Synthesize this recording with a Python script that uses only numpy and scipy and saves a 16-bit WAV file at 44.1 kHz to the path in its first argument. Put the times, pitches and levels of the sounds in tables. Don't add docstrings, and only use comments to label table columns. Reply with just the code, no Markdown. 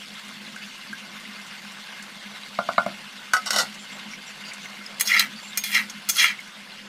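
import sys
import numpy as np
from scipy import signal
from scipy.io import wavfile
from scipy.ndimage import uniform_filter1d

SR = 44100
rng = np.random.default_rng(int(sys.argv[2]) if len(sys.argv) > 2 else 0)


def unload_audio(sound):
    columns = np.transpose(np.atleast_2d(sound))
    steps = np.round(np.clip(columns, -1, 1) * 32767)
    wavfile.write(sys.argv[1], SR, steps.astype(np.int16))


N = 303393


def sizzle(steam_share=1.1, bubbles_per_s=4000, spread_db=3., patchy_db=2.3, flicker_db=.9):
    # time_s, level_db, tilt_db_per_octave
    contour = [(0, -41.5, 0.5), (2.4, -41, 0), (3.2, -41, 0.2), (4.0, -41, 0), (4.9, -40.5, -0.2),
               (5.45, -41, .5), (6.0, -42, 0.5), (6.45, -42.5, 0), (6.88, -43.5, -0.5)]
    # freq_hz, density_db
    fizz = [(25, -19), (70, -83), (150, -9), (300, -22), (550, -15.5), (1190, -12.5), (2100, -10.5),
            (4500, -14.5), (6500, -21.5), (11900, -30.5), (15400, -40.5), (15800, -70)]
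    # centre_hz, width_hz, lift_db
    bowl = [(1050, 39, 6.5), (1510, 20, 8), (1630, 14, 7), (2110, 17, 10), (2820, 310, 5), (3470, 480, 3),
            (4500, 83, 4)]
    sizes = gain_of(spread_db * np.minimum(rng.exponential(1, N), 5))
    crackle = sizes * (rng.random(N) < bubbles_per_s / SR)
    raw = steam_share * rng.standard_normal(N) + unit_rms(crackle * rng.choice([-1., 1.], N))
    hz, t, spectrum = signal.stft(raw, SR, nperseg=1024, noverlap=768)
    colour_db = at_hz(fizz, hz) + sum(db / (1 + (2 * (hz - f) / width) ** 2) for f, width, db in bowl)
    patches = uniform_filter1d(rng.standard_normal((len(t), len(hz))).T, size=14, axis=0)
    patches = drift(patches, 5)
    flicker = drift(rng.standard_normal(len(t)), 3)
    time_s, level_db, tilt = np.transpose(contour)
    octaves = np.log2(np.maximum(hz, 500) / 2500)[:, None]
    tilt_db = octaves * np.interp(t, time_s, tilt)
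    spectrum *= gain_of(colour_db[:, None] + patchy_db * patches + flicker_db * flicker + tilt_db)
    sound = unit_rms(signal.istft(spectrum, nperseg=1024, noverlap=768)[1][:N])
    return sound * gain_of(np.interp(np.arange(N) / SR, time_s, level_db))


def bubbles(puff_t60_s=0.02, ring_t60_s=0.017):
    # start_s, level_db, pitch_hz
    pops = [(0.0184, -29.5, 3220), (0.4644, -32, 4020), (0.5601, -25.5, 1510), (0.9293, -23, 1595),
            (1.2521, -30, 2130), (1.648, -34, 1490), (1.9944, -30.5, 1630), (2.4329, -28.5, 3950),
            (4.1345, -25, 2210), (4.4368, -30, 2820), (4.5136, -29, 2280), (4.6544, -25.5, 2060),
            (4.8095, -33, 1400), (4.8609, -25, 5070), (5.5303, -28.5, 3690), (6.3889, -26.5, 2160),
            (6.7211, -34, 4130)]
    # start_s, length_s, pitch_hz, level_db
    whistles = [(3.785, 0.073, 7320, -51.5), (3.865, 0.062, 4450, -49), (3.905, 0.073, 7500, -54),
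                (4.104, 0.049, 5600, -44), (4.258, 0.057, 7350, -51), (4.264, 0.037, 5700, -49),
                (4.441, 0.076, 4680, -43), (4.455, 0.055, 6840, -50), (4.592, 0.096, 6040, -54),
                (5.35, 0.061, 4600, -46), (5.416, 0.11, 7330, -50)]
    out = np.zeros(N)
    for start_s, db, hz in pops:
        puff = rng.standard_normal(2000) * decay(2000, puff_t60_s)
        body = ring(ring(puff, hz, ring_t60_s), hz, 0.0088)
        snap = np.diff(puff, prepend=0)
        add(out, start_s, gain_of(db) * (0.72 * body / abs(body).max() + 0.022 * snap))
    for start_s, length_s, hz, db in whistles:
        band = unit_rms(ring(rng.standard_normal(8000), hz, t60_s=.012))
        tone = band[2000:][:round(length_s * SR)]
        add(out, start_s, gain_of(db) * tone * signal.windows.tukey(len(tone), .4))
    return out


def simmer(level_db=-52, bubbles_per_s=300, spread_db=3., decay_cycles=7., pitches=30):
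    sizes = gain_of(spread_db * np.minimum(rng.exponential(1, N), 4))
    onsets = sizes * (rng.random(N) < bubbles_per_s / SR)
    pitch_index = rng.integers(0, pitches, N)
    out = np.zeros(N)
    for k, hz in enumerate(np.geomspace(1300, 5200, pitches)):
        cycles = np.arange(1500) / SR * hz
        blip = np.sin(2 * np.pi * cycles) * np.exp(-cycles / decay_cycles) * np.minimum(cycles / 2, 1)
        out += signal.oaconvolve(onsets * (pitch_index == k), blip)[:N]
    return gain_of(level_db) * unit_rms(out)


def spits(t60_s=0.058, band_hz=(4000, 9000)):
    # start_s, level_db
    bursts = [(0.139, -33), (0.2817, -32), (0.5594, -32), (0.6494, -37), (0.6868, -37), (0.9283, -34),
              (0.9827, -36), (1.1987, -34), (1.4694, -33), (1.7194, -32), (2.0245, -27), (2.4894, -39),
              (3.743, -28.5), (4.5347, -24.5), (4.8614, -31), (6.4742, -35)]
    out = np.zeros(N)
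    for start_s, db in bursts:
        add(out, start_s, 0.47 * gain_of(db) * rng.standard_normal(3000) * decay(3000, t60_s))
    return signal.sosfilt(signal.butter(2, band_hz, "band", fs=SR, output="sos"), out)


def spatula_on_pan():
    # freq_hz, level_db, t60_s
    modes = [(650, -16, .04), (1000, -13, .04), (1371, -4, .06), (1790, -7, .05), (1980, -4, .06),
             (2130, 0, .06), (2410, -4, .06), (2830, -7, .05), (3360, -3, .07), (4110, -5, .05),
             (4390, -6, .05), (5010, -6, .05), (5500, -5, .05), (6080, -6, .07), (6505, -5, .17),
             (7050, -8, .06), (7600, -10, .06), (8350, -6, .06), (9400, -6, .08), (10300, -9, .045),
             (11400, -7, .04), (13000, -9, .035), (13900, -5, .045)]
    # start_s, level_db, centre_hz, hiss_db, falloff_db_per_octave, t60_factor
    blows = [(4.9976, -10.5, 5800, -14, 7, 0.79), (5.009, -1, 9000, -11, 1, 0.44),
             (5.0734, -8.5, 5300, -27, 33, 0.5), (5.1948, 2, 4030, -17.5, 18, 0.26),
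             (5.5736, -6.5, 6500, -10, 4, 0.77), (5.6376, -9.5, 4500, -25, 9, 0.35),
             (5.7451, -7, 3900, -28, 11, 0.36), (5.897, -16.5, 5370, -36, 11, 0.35),
             (6.089, -7.5, 6600, -11, 4.5, 0.92), (6.097, 0.5, 6500, -16.5, 12, 0.37),
             (6.1968, -4.5, 4300, -40, 12, 0.49), (6.242, -1.5, 2200, -28, 15, 1),
             (6.4024, -30, 5000, -19, 8, .5)]
    # time_s, level_db, centre_hz, hiss_db
    strokes = [
        [(5.045, -35, 5000, -4), (5.075, -29, 3780, -6), (5.11, -20, 2260, -23), (5.168, -16.5, 2120, -25),
         (5.19, -22, 2550, -23), (5.21, -17, 2900, -26), (5.24, -30, 2020, -18), (5.3, -50, 1900, -29)],
        [(5.632, -35, 4200, 2), (5.645, -30.5, 3900, -7), (5.705, -35.5, 3040, -6), (5.75, -17.5, 2630, -21),
         (5.795, -21.5, 2220, -25), (5.825, -33.5, 2100, -18), (5.87, -57, 2100, -30)],
        [(6.11, -32, 6300, -19), (6.138, -39, 6000, -6), (6.17, -26, 4500, -4), (6.196, -16.5, 3460, -23),
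         (6.25, -21, 2420, -17), (6.305, -25.5, 2340, -36), (6.375, -52, 1900, -40)],
    ]
    knocks = strike(modes, blows, chatter=0.17, chatter_t60_s=0.035, click=0.28)
    scrapes = rub(modes, strokes, falloff_db_per_octave=9.5)
    return radiate(knocks + scrapes, hiss_tilt_db_per_octave=7.5, highpass_hz=650)


def plate_in_hand():
    # freq_hz, level_db, t60_s
    modes = [(121, -3, 0.024), (204, 2.5, 0.048), (390, -25, 0.015), (580, 0, 0.039), (692, 3, 0.058),
             (827, -8.5, 0.05), (1000, 0, 0.021), (1215, 3, 0.034), (1393, -6.5, 0.16), (1476, -8.5, 0.17),
             (1720, -10, 0.034), (2160, -4.5, 0.043), (2920, -13, .04), (3880, -2.5, 0.021),
             (4600, -8.5, .03)]
    # start_s, level_db, centre_hz, hiss_db, falloff_db_per_octave, t60_factor
    blows = [(2.5879, 1.5, 850, -46, 5, 1.), (2.6888, 2, 1000, -48, 5.8, 0.62),
             (2.7803, 7, 1280, -49, 5.5, 0.98), (2.8625, -3, 560, -36, 6.5, 0.84)]
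    taps = strike(modes, blows, chatter=0.024, chatter_t60_s=0.018, click=0.87)
    return radiate(taps, hiss_tilt_db_per_octave=-6.0, highpass_hz=150)


def plate_on_counter():
    # freq_hz, level_db, t60_s
    modes = [(520, -12.5, 0.2), (723, 1.5, 0.037), (850, -8, 0.06), (1097, -6, 0.037), (1280, -5, 0.094),
             (1470, 3.5, 0.099), (2003, -0.5, 0.11), (2970, -1, 0.041), (3790, 1.5, 0.032),
             (4450, 1.5, 0.029), (4870, -2.5, 0.094), (5520, 2, 0.067), (5820, -6, 0.055), (6600, -8, 0.13),
             (7950, -11, .09), (8550, -15, 0.11), (9100, -18, 0.091), (10800, -24, 0.11)]
    # start_s, level_db, centre_hz, hiss_db, falloff_db_per_octave, t60_factor
    blows = [(3.335, -1, 1700, -16, 10.5, 0.56), (3.366, -10.5, 1470, -20, 5.5, 1.),
             (3.46, -17, 4500, -22, 1.7, 1.), (3.506, -1.5, 5660, -18.5, 2.1, 0.29),
             (3.532, -8, 4000, -20, 1.8, 0.97), (3.561, -6.5, 5490, -17, 2.3, 0.43),
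             (3.585, -1.5, 5520, -22, 2.3, 0.65)]
    # time_s, level_db, centre_hz, hiss_db
    strokes = [
        [(3.452, -42, 4500, 7), (3.475, -25.5, 4500, -15), (3.5, -41, 4500, -6), (3.545, -26, 3800, -12),
         (3.604, -21, 4500, -8.5), (3.635, -36, 3500, -8), (3.7, -59, 2500, -10)],
    ]
    knocks = strike(modes, blows, chatter=0.14, chatter_t60_s=0.035, click=0.54)
    slide = rub(modes, strokes, falloff_db_per_octave=0.5)
    return radiate(knocks + slide, hiss_tilt_db_per_octave=-13.5, highpass_hz=450)


def strike(modes, blows, chatter, chatter_t60_s, click):
    ringing, hiss_envelope = np.zeros((2, N))
    impulse = signal.unit_impulse(8000)
    for start_s, db, centre_hz, hiss_db, falloff, t60_factor in blows:
        envelope = gain_of(db) * decay(8000, chatter_t60_s)
        force = chatter * rng.standard_normal((len(modes), 8000)) * envelope + click * gain_of(db) * impulse
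        weights = mode_weights(modes, centre_hz, falloff)
        force *= weights / weights.sum()
        for k, (hz, _, t60_s) in enumerate(modes):
            add(ringing, start_s, (-1) ** k * ring(force[k], hz, t60_factor * t60_s))
        add(hiss_envelope, start_s, gain_of(hiss_db) * envelope)
    return np.array([ringing, hiss_envelope])


def rub(modes, strokes, falloff_db_per_octave, widening=3.1, grit_db=1.6, wander_db=3., sag_per_s=.3):
    ringing, hiss_envelope = np.zeros((2, N))
    for stroke in strokes:
        time_s, *columns = np.transpose(stroke)
        start_s = time_s[0]
        t = np.arange(start_s, time_s[-1], 1 / SR)
        db, centre_hz, hiss_db = (np.interp(t, time_s, column) for column in columns)
        grit = gain_of(grit_db * drift(rng.standard_normal(len(t)), 150))
        force = gain_of(db) * unit_rms(grit) * signal.windows.tukey(len(t), .1)
        wander = drift(rng.standard_normal((len(modes), len(t))), 1200)
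        weights = mode_weights(modes, centre_hz, falloff_db_per_octave) * gain_of(wander_db * wander)
        weights /= np.linalg.norm(weights, axis=0)
        bend = 1.01 - sag_per_s * (t - start_s)
        for weight, (hz, _, t60_s) in zip(weights, modes):
            width_hz = widening * np.log(1000) / (np.pi * t60_s) + hz / 28
            add(ringing, start_s, force * weight * noise_band(hz * bend, width_hz))
        add(hiss_envelope, start_s, gain_of(hiss_db) * force)
    return np.array([ringing, hiss_envelope])


def mode_weights(modes, centre_hz, falloff_db_per_octave):
    hz, level_db, _ = np.transpose(modes)[:, :, None]
    return gain_of(level_db - falloff_db_per_octave * abs(np.log2(hz / centre_hz)))


def radiate(contact, hiss_tilt_db_per_octave, highpass_hz):
    ringing, hiss_envelope = contact
    highpass = signal.butter(2, highpass_hz, "high", fs=SR, output="sos")
    return signal.sosfilt(highpass, ringing) + hiss_envelope * contact_hiss(hiss_tilt_db_per_octave)


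def contact_hiss(tilt_db_per_octave, patchy_db=4.0):
    # freq_hz, level_db
    colour = [(1000, -45), (3000, -20), (5500, -5), (8000, 0), (12000, -2), (15400, -7), (15800, -40)]
    hz, _, spectrum = signal.stft(rng.standard_normal(N), SR, nperseg=512)
    streaks = drift(uniform_filter1d(rng.standard_normal(spectrum.shape), size=4, axis=0), 8)
    colour_db = at_hz(colour, hz) + tilt_db_per_octave * np.log2(np.maximum(hz, 5000) / 5000)
    spectrum *= gain_of(colour_db[:, None] + patchy_db * streaks)
    return unit_rms(signal.istft(spectrum, nperseg=512)[1][:N])


def fan(hum_hz=200., shaft_hz=7.9, first_throb_s=.02, waver_db=2):
    # time_s, level_db
    swell = [(0, -50.5), (1.15, -49.5), (1.3, -52.5), (1.7, -48), (1.95, -55), (2.2, -50.5), (2.47, -55),
             (2.9, -46.5), (3.35, -56.5), (3.62, -45.5), (3.87, -57.5), (4.06, -43), (4.2, -54),
             (4.9, -53.5), (5.3, -48.5), (5.5, -54.5), (5.82, -45.5), (6.15, -53), (6.88, -52.5)]
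    tone_db = [-34, -3, -4, -24, -26.5]
    # centre_hz, width_hz, relative_db
    housing = [(162, 27, -13.5), (214.1, 34.5, -4), (254.4, 12, -11), (342.3, 38, -16), (528, 6.7, -20.5)]
    t = np.arange(N) / SR
    hum = np.zeros(N)
    for multiple, db in zip((-2, 0, 1, 2, 7), tone_db):
        hz = hum_hz + multiple * shaft_hz
        hum += np.sqrt(2) * gain_of(db) * np.cos(2 * np.pi * hz * (t - first_throb_s))
    for hz, width_hz, db in housing:
        t60_s = 2.1 / width_hz
        hum += gain_of(db) * unit_rms(ring(ring(rng.standard_normal(N), hz, t60_s), hz, t60_s))
    waver = drift(uniform_filter1d(rng.standard_normal(N), size=2500), 2500)
    return hum * gain_of(np.interp(t, *np.transpose(swell)) + waver_db * waver)


def kitchen(x):
    # freq_hz, t60_s
    room_t60 = [(300, 0.19), (1500, 0.11), (5000, 0.079), (12000, 0.13)]
    taps = np.zeros(SR // 2)
    slots = np.arange(300, SR // 2 - 20, 20)
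    taps[slots + rng.integers(0, 20, len(slots))] = rng.choice([-1., 1.], len(slots))
    hz, t, spectrum = signal.stft(taps, SR, nperseg=256)
    spectrum *= gain_of(-60 * t / at_hz(room_t60, hz)[:, None])
    tail = signal.istft(spectrum, SR, nperseg=256)[1]
    return signal.fftconvolve(x, tail / np.linalg.norm(tail))[:N]


def ring(x, hz, t60_s):
    radius, turn = gain_of(-60 / (t60_s * SR)), 2 * np.pi * hz / SR
    return signal.lfilter([np.sin(turn)], [1, -2 * radius * np.cos(turn), radius * radius], x)


def noise_band(hz, width_hz):
    real, imag = rng.standard_normal((2, len(hz)))
    pole = [1, -np.exp(-np.pi * width_hz / SR)]
    baseband = signal.lfilter([1], np.convolve(pole, pole), real + 1j * imag)
    return unit_rms((baseband * np.exp(2j * np.pi * np.cumsum(hz) / SR)).real)


def drift(noise, steps):
    return unit_rms(uniform_filter1d(noise, size=steps))


def decay(samples, t60_s):
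    return gain_of(-60 * np.arange(samples) / SR / t60_s)


def gain_of(db):
    return 10 ** (np.asarray(db) / 20)


def unit_rms(x):
    return x / np.sqrt(np.mean(x ** 2) + 1e-20)


def at_hz(points, hz):
    freq_hz, value = np.transpose(points)
    return np.interp(np.log(hz + 1), np.log(freq_hz + 1), value)


def add(mix, start_s, sound):
    part = mix[round(start_s * SR):][:len(sound)]
    part += sound[:len(part)]


def scene():
    plate = plate_in_hand()
    counter = plate_on_counter()
    pan = spatula_on_pan() + bubbles() + simmer() + spits()
    echo = kitchen(gain_of(-9) * plate + gain_of(-5.5) * counter + gain_of(-11) * pan)
    return (plate + counter + pan + echo + sizzle() + fan())[None]


def record(dry):
    lowpass = signal.firwin(255, 16400, window=("kaiser", 7), fs=SR)
    return signal.oaconvolve(dry, lowpass[None], "same")


dry = scene()
out = record(dry)
unload_audio(out)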